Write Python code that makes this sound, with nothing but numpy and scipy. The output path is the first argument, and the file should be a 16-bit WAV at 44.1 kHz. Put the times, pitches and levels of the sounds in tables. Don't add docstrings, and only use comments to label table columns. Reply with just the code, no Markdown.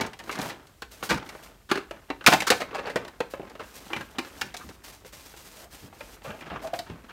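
import sys
import numpy as np
from scipy import signal
from scipy.fft import rfft, irfft
from scipy.io import wavfile
from scipy.ndimage import uniform_filter1d

SR = 44100
rng = np.random.default_rng(int(sys.argv[2]) if len(sys.argv) > 2 else 0)


def dump(signal):
    limited = np.clip(np.atleast_2d(signal).T, -1, 1)
    pcm = np.round(limited * 32767).astype(np.int16)
    wavfile.write(sys.argv[1], SR, pcm)


def field_ratio(decibels):
    return 10 ** (np.asarray(decibels, dtype=float) / 20)


N = 314289

# start_s, level_db, panel_hz, thud_db and tick_db (both re level_db)
KNOCK_ROWS = [(0.009, -17, 346, -40, -15), (0.046, -27, 351, -34, -42), (0.063, -41, 1100, -30, -2),
              (0.132, -31.5, 1970, -29, -19), (0.19, -33.5, 1990, -26, -12), (0.198, -33.5, 1970, -29, -23),
              (0.238, -51, 1510, -28, 1), (0.293, -18, 1050, -21, -39), (0.354, -28.5, 1120, -19, -14),
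              (0.387, -37, 395, -10, -2), (0.415, -31, 1120, -24, -3), (0.669, -59.5, 905, -12, 5.5),
              (0.82, -26, 1470, -15, -16.5), (1.026, -22.5, 1370, -12.5, -27),
              (1.174, -27.5, 1290, -12.5, -19.5), (1.262, -40, 900, -5, -16), (1.29, -29, 2060, -23, -15.5),
              (1.349, -32.5, 590, -10.5, -32), (1.713, -8.5, 388, -55, -23), (1.755, -19, 387, -41, -25),
              (1.774, -18.5, 372, -49, -26), (1.909, -25, 616, -10.5, -23.5),
              (2.101, -18.5, 386, -16, -31.5), (2.209, -32.5, 1440, -14, -29),
              (2.241, -30.5, 1330, -35, -18), (2.263, -2.3, 2440, -49, -13), (2.271, -3, 1250, -51, -13),
              (2.275, -5, 1010, -47, -15.5), (2.334, -10.5, 810, -51, -13.5),
              (2.403, -18.5, 2400, -44, -11.5), (2.42, -16.5, 760, -35, -17.5), (2.502, -5, 470, -44, -12),
              (2.517, -7, 820, -20, -31), (2.617, -19.5, 574, -11.5, -22), (2.856, -34, 4730, -30, -23),
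              (2.958, -15.5, 545, -6.5, -20), (2.966, -21.5, 476, -13, -26), (3.048, -31, 604, -18, -20),
              (3.079, -32.5, 890, -10, -15.5), (3.203, -17, 494, -9.5, -24.5), (3.336, -25.5, 495, -7, -35),
              (3.396, -39.5, 490, 7, -42), (3.429, -42.5, 563, 1, -28), (3.497, -42, 2200, -25, -11.5),
              (3.552, -33, 600, -11.5, -27), (3.634, -39, 1520, -15, -18), (3.931, -17.5, 2750, -18.5, -27),
              (3.963, -20, 950, -21, -25.5), (4.008, -27, 1520, -19, -21.5), (4.184, -16.5, 319, -43, -19),
              (4.247, -32.5, 1570, -19, -20), (4.412, -16.5, 1510, -25, -15), (4.541, -28, 660, -36, -13.5),
              (4.567, -56, 550, -27, 19), (4.689, -37, 400, -17, -13), (5.047, -39.5, 474, -8.5, -17),
              (5.132, -39, 1610, -23, -9), (5.338, -39.5, 714, -8, -36), (5.926, -37.5, 676, -22, -37),
              (6.006, -28, 566, -35, -24.5), (6.304, -30.5, 1500, -16, -35), (6.408, -34, 2700, -18, -19),
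              (6.559, -25.5, 1510, -17, -46), (6.671, -35, 690, -14, -12), (6.737, -25, 670, -17.5, -27),
              (6.789, -27.5, 4800, -15, -9), (6.898, -34, 325, -6, -25)]
# start_s, level_db, panel_hz, tick_db (re level_db),
# length_s (knock() limits it to 0.001-0.09)
TUMBLE_ROWS = [(0.309, -29.5, 2380, -11.5, 0.031), (0.427, -32.5, 596, -24, 0.12),
               (0.494, -26, 1930, -18.5, 0.024), (1.09, -13.5, 1490, -17.5, 0.043),
               (1.105, -12.5, 303, -26, 0.028), (1.689, -25.5, 1520, -23, 0.13),
               (2.319, -6, 796, -23, 0.019), (2.467, -16.5, 1290, -10, 0.019),
               (2.599, -22, 656, -20.5, 0.021), (2.709, -30, 447, -48, 0.065),
               (2.743, -21, 630, -25.5, 0.027), (2.78, -23.5, 450, -29, 0.025),
               (2.849, -29, 494, -45, 0.014), (2.865, -23, 484, -29.5, 0.022),
               (2.895, -25.5, 450, -23, 0.021), (3.017, -34, 380, -51, 0.036),
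               (3.594, -26.5, 580, -30, 0.021), (3.897, -29, 320, -34, 0.1),
               (4.602, -36.5, 1200, -40, 0.028), (6.218, -40, 840, -24, 0.0059),
               (6.242, -30, 575, -37, 0.12), (6.456, -38.5, 1230, -23, 0.038), (6.5, -28, 650, -38, 0.041),
               (6.859, -36, 900, -27, 0.07), (7.089, -34.5, 1050, -28, 0.019)]
KNOCK_S = 0.0077


def evened(x):
    return x / np.sqrt(np.mean(x ** 2) + 1e-20)


def opening(x):
    return x / np.sqrt(uniform_filter1d(x ** 2, SR // 100).max() + 1e-20)


def read(points, hz):
    f, value = np.transpose(points)
    return np.interp(np.log(hz + 1), np.log(f + 1), value)


def coloured(x, spectrum):
    gain = field_ratio(read(spectrum, np.fft.rfftfreq(len(x), 1 / SR)))
    return evened(irfft(rfft(x) * gain, len(x)))


def filtered(x, hz, kind):
    return signal.lfilter(*signal.butter(2, hz, kind, fs=SR), x)


def wander(size, width):
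    return evened(uniform_filter1d(rng.standard_normal(size), width))


def crackle(size, per_s, spread_db):
    hit = rng.random(size) < per_s / SR
    sign = rng.standard_normal(size)
    big = rng.exponential(1, size)
    return hit * sign * field_ratio(spread_db * np.minimum(big, 4))


def ring(hz, db, t60, t):
    return field_ratio(db - 60 * t / t60) * np.sin(2 * np.pi * hz * t)


def knock(level_db, panel_hz, thud_db, tick_db, length_s, hold, rise_s):
    # pitch_hz, level_db (relative), t60_s
    shell = [(147, -34, 0.1), (241, -37, 0.099), (429, -33.5, 0.08), (494, 33.5, 0.016),
             (880, -13.5, 0.051), (968, 4, 0.015), (1078, 8, 0.0037), (1910, 2.5, 0.0099),
             (2364, -0.5, 0.034), (3620, 3.5, 0.0024)]
    clack_db, panel_db = -11, -12.5
    panel_t60_s = 0.02 * (1000 / panel_hz) ** 0.45
    split = 0.069
    focus_db = 1
    softness = 0.23

    t = np.arange(SR // 6) / SR
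    contacts = crackle(len(t), 15000, 0.9)
    contacts *= field_ratio(3.0 * (1 - np.exp(-t / KNOCK_S)) * wander(len(t), 110))
    contacts *= np.exp(-(t / np.clip(length_s, .001, .09)) ** hold)
    contacts *= 1 - np.exp(-t / rise_s)

    detune = 1 + split * (np.linspace(-2, 2, 5) + rng.random((len(shell), 5)) - .5)
    thud, clack = np.zeros(len(t)), np.zeros(len(t))
    for k, ((hz, db, t60), d) in enumerate(zip(shell, detune)):
        focus = -focus_db * abs(np.log2(hz / panel_hz))
        dulling = softness * min(tick_db + 13, 0) * np.log2(hz / 1000)
        mode = ring(hz * d[:, None], db + focus + dulling, t60, t).sum(0)
        if hz < 600:
            thud += mode
        else:
            clack += mode * (-1) ** k
    pair_hz = panel_hz * np.array([[.955], [1.045]])
    panel = ring(pair_hz, 0, panel_t60_s, t).sum(0)
    clack = filtered(clack, 450, "high")
    panel = filtered(panel, panel_hz / 2, "high")
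    thud, clack, panel = (signal.fftconvolve(contacts, m)[:len(t)] for m in (thud, clack, panel))

    tick = filtered(contacts, 2900, "high")
    tick = filtered(tick, 6000, "low") + field_ratio(-14.0) * filtered(tick, 14500, "low")
    parts = zip((thud_db, clack_db, panel_db, tick_db), (thud, clack, panel, tick))
    return field_ratio(level_db) * sum(field_ratio(db) * opening(x) for db, x in parts)


def knocks():
    out = np.zeros(N + SR)
    rows = [(*row, KNOCK_S, 1.2, 0.00046) for row in KNOCK_ROWS]  # length_s, hold, rise_s
    for s, db, hz, tick_db, length_s in TUMBLE_ROWS:
        rows.append((s, db, hz, -19, tick_db, length_s, 1.72, 0.0034))
    for s, *row in rows:
        sound = knock(*row)
        out[round(s * SR):][:len(sound)] += sound
    return out[:N]


def settling(t60_s=0.13):
    t, jolts = np.arange(SR) / SR, np.zeros(N)
    for s, level_db, *_ in KNOCK_ROWS + TUMBLE_ROWS:
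        jolts[round(s * SR)] = field_ratio(level_db)
    return signal.fftconvolve(jolts, field_ratio(-60 * t / t60_s))[:N]


def rattle(per_s=30, t60_s=0.008):
    t, out = np.arange(SR // 40) / SR, np.zeros(N)
    for hz in np.geomspace(400, 3200, 12):
        out += signal.oaconvolve(crackle(N, per_s, 1.2), ring(hz, 0, t60_s, t))[:N]
    return evened(out)


def sliding(edge_s=0.014):
    # start_s, end_s (fade-out ends 2 edge_s later), hiss_db, change_db
    strokes = [(0.177, 0.282, -84, 34), (0.31, 0.395, -59, 8), (0.404, 0.478, -40.5, -2),
               (0.904, 1.016, -49.5, -6.5), (1.027, 1.08, -29, -21), (1.238, 1.4, -57, -1),
               (1.423, 1.497, -46.5, -15), (2.292, 2.395, -24, -24), (2.545, 2.65, -40, -20),
               (3.297, 3.343, -44.5, -10.5), (3.621, 3.718, -56.5, 2), (3.735, 3.85, -45, -10.5),
               (3.843, 4.078, -52.5, -6), (4.097, 4.164, -50, -18), (4.185, 4.397, -56, 4.5),
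               (4.448, 4.54, -52.5, -11), (4.568, 4.743, -51, -8), (4.833, 4.894, -40.5, -6.5),
               (4.918, 5.005, -46, -14.5), (5.05, 5.086, -44.5, -10), (5.12, 5.232, -43.5, -9),
               (5.249, 5.35, -45.5, -8.5), (5.363, 5.634, -49, -1), (5.704, 5.863, -49.5, -4.5),
               (5.924, 6.14, -58, 6), (6.227, 6.41, -50.5, -11), (6.614, 6.665, -46.5, -9),
               (6.742, 6.844, -46.5, -13)]
    # pitch_hz, level_db (relative)
    hiss_spectrum = [(500, -1), (1500, -4), (2500, -5), (6000, -6), (9500, -9.5), (10500, -12.5),
                     (13000, -9), (16000, -16.5)]
    # pitch_hz, level_db (relative)
    scrape_spectrum = [(35, -52), (60, -6.5), (223, 0.5), (848, -5), (1510, -7), (7000, -30.5),
                       (15400, -120)]
    # time_s, level_db
    moving = [(0.0, -31.5), (0.03, -33), (0.12, -58.5), (0.43, -37), (0.61, -54), (0.86, -72),
              (1.09, -46.5), (1.23, -48), (1.5, -55), (1.74, -75), (1.85, -53.5), (2.07, -57.5),
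              (2.19, -59), (2.34, -50), (2.44, -62), (2.71, -46), (2.93, -48), (3.04, -56), (3.18, -58.5),
              (3.3, -59.5), (3.43, -50), (3.59, -57.5), (4.0, -53), (4.5, -50.5), (4.64, -59), (4.9, -55.5),
              (5.33, -77), (5.64, -60), (6.1, -55), (6.32, -60.5), (6.42, -47.5), (6.65, -48), (6.77, -56),
              (6.88, -56.5), (7.12, -53)]
    t, settle, pressure = np.arange(N) / SR, settling(), np.zeros(N)
    for start, end, hiss_db, change_db in strokes:
        now = slice(round(start * SR), round((end + 2 * edge_s) * SR))
        u = t[now] - start
        fade = np.clip(np.minimum(u, end - start + 2 * edge_s - u) / edge_s, 0, 1)
        pressure[now] += fade * field_ratio(hiss_db + change_db * u / (end - start))

    hiss = coloured(crackle(N, 12000, 2.4) * field_ratio(1.5 * wander(N, 1500)), hiss_spectrum)
    lumps = field_ratio(3.8 * wander(N, 600))
    scrape = coloured(crackle(N, 6000, 2.36) * lumps, scrape_spectrum) + field_ratio(-7.0) * rattle()
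    crinkle = (t < 1.5) * coloured(crackle(N, 250, 3.6), hiss_spectrum)
    hiss = (hiss + field_ratio(-14.0) * crinkle) * pressure
    return hiss + scrape * (field_ratio(np.interp(t, *np.transpose(moving))) + field_ratio(-25) * settle)


def creak(width_hz=60):
    # start_s, level_db, pitch_hz, rise_s, t60_s, glide_hz_per_s
    hoots = [(5.4, -51, 362, 0.26, 0.065, 1160), (6.624, -31, 666, 0.026, 0.17, 4),
             (6.731, -22.5, 685.5, 0.0043, 0.085, 0), (6.78, -33, 699, 0.02, 0.049, 0)]
    t, out, r = np.arange(N) / SR, np.zeros(N), np.exp(-np.pi * width_hz / SR)
    slips = crackle(N, 3800, 0.52) * np.exp(2j * np.pi * rng.random(N))
    drift = signal.lfilter([1 - r], [1, -r], slips)
    drift /= abs(drift + 1e-12) ** 0.76
    for s, db, hz, rise, t60, glide in hoots:
        u = t - s
        swell = np.clip(u / rise, 0, 1) ** 2 * field_ratio(db - 60 * np.maximum(u - rise, 0) / t60)
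        tone = drift * np.exp(2j * np.pi * (hz + glide * u / 2) * u)
        out += swell * evened(tone.real)
    return out


def thumps(rise_s=0.025):
    # start_s, level_db (at the top of the puff)
    landings = [(0.018, -48), (0.4, -46), (1.111, -34), (2.32, -44), (3.953, -42.5), (4.41, -46),
                (4.637, -45.5), (5.82, -47.5), (6.27, -43), (6.505, -40.5), (6.888, -40.5)]
    t, envelope = np.arange(N) / SR, np.zeros(N)
    boards = filtered(rng.standard_normal(N), [65, 260], "band")
    for s, db in landings:
        u = np.maximum(t - s, 0) / rise_s
        envelope += field_ratio(db) * u * np.exp(1 - u)
    return evened(boards) * envelope


def room(x, turns_per_s=7):
    # pitch_hz, t60_s
    decay = [(200, 0.29), (600, 0.23), (1500, 0.25), (4000, 0.23), (10000, 0.19)]
    out, at = np.zeros(N), np.arange(200, SR // 2 - 20, 20)
    for k in range(3):
        taps = np.zeros(SR // 2)
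        taps[at + rng.integers(0, 20, len(at))] = rng.choice([-1., 1.], len(at))
        hz, t, z = signal.stft(taps, SR, nperseg=256)
        z = z * field_ratio(-60 * t / read(decay, hz)[:, None])
        tail = signal.istft(z, SR, nperseg=256)[1]
        share = np.cos(np.pi * (turns_per_s * np.arange(N) / SR + k / 3)) * np.sqrt(2 / 3)
        out += signal.fftconvolve(x * share, tail / np.linalg.norm(tail))[:N]
    return out


def room_hum(level_db=-57):
    # pitch_hz, level_db (relative)
    spectrum = [(20, -47), (33, -4.5), (46, 9.5), (64, 6.5), (99, -0.5), (714, -18.5), (8360, -23.5),
                (10400, -27), (14000, -25), (16000, -31)]
    return field_ratio(level_db) * coloured(rng.standard_normal(N), spectrum)


def scene():
    near = knocks() + sliding() + creak()
    near = signal.sosfilt(signal.butter(2, 110, "high", fs=SR, output="sos"), near)
    return (near + field_ratio(-10.0) * room(near) + thumps() + room_hum())[None]


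def band_limit(x):
    return signal.sosfilt(signal.butter(12, 16490, fs=SR, output="sos"), x)


def record(dry):
    edge = signal.firwin(255, 15900, window=("kaiser", 6), fs=SR)[None]
    mix = signal.oaconvolve(np.clip(dry, -.9, .9), edge, "same")
    return band_limit(mix)


dry = scene()
out = record(dry)
dump(out)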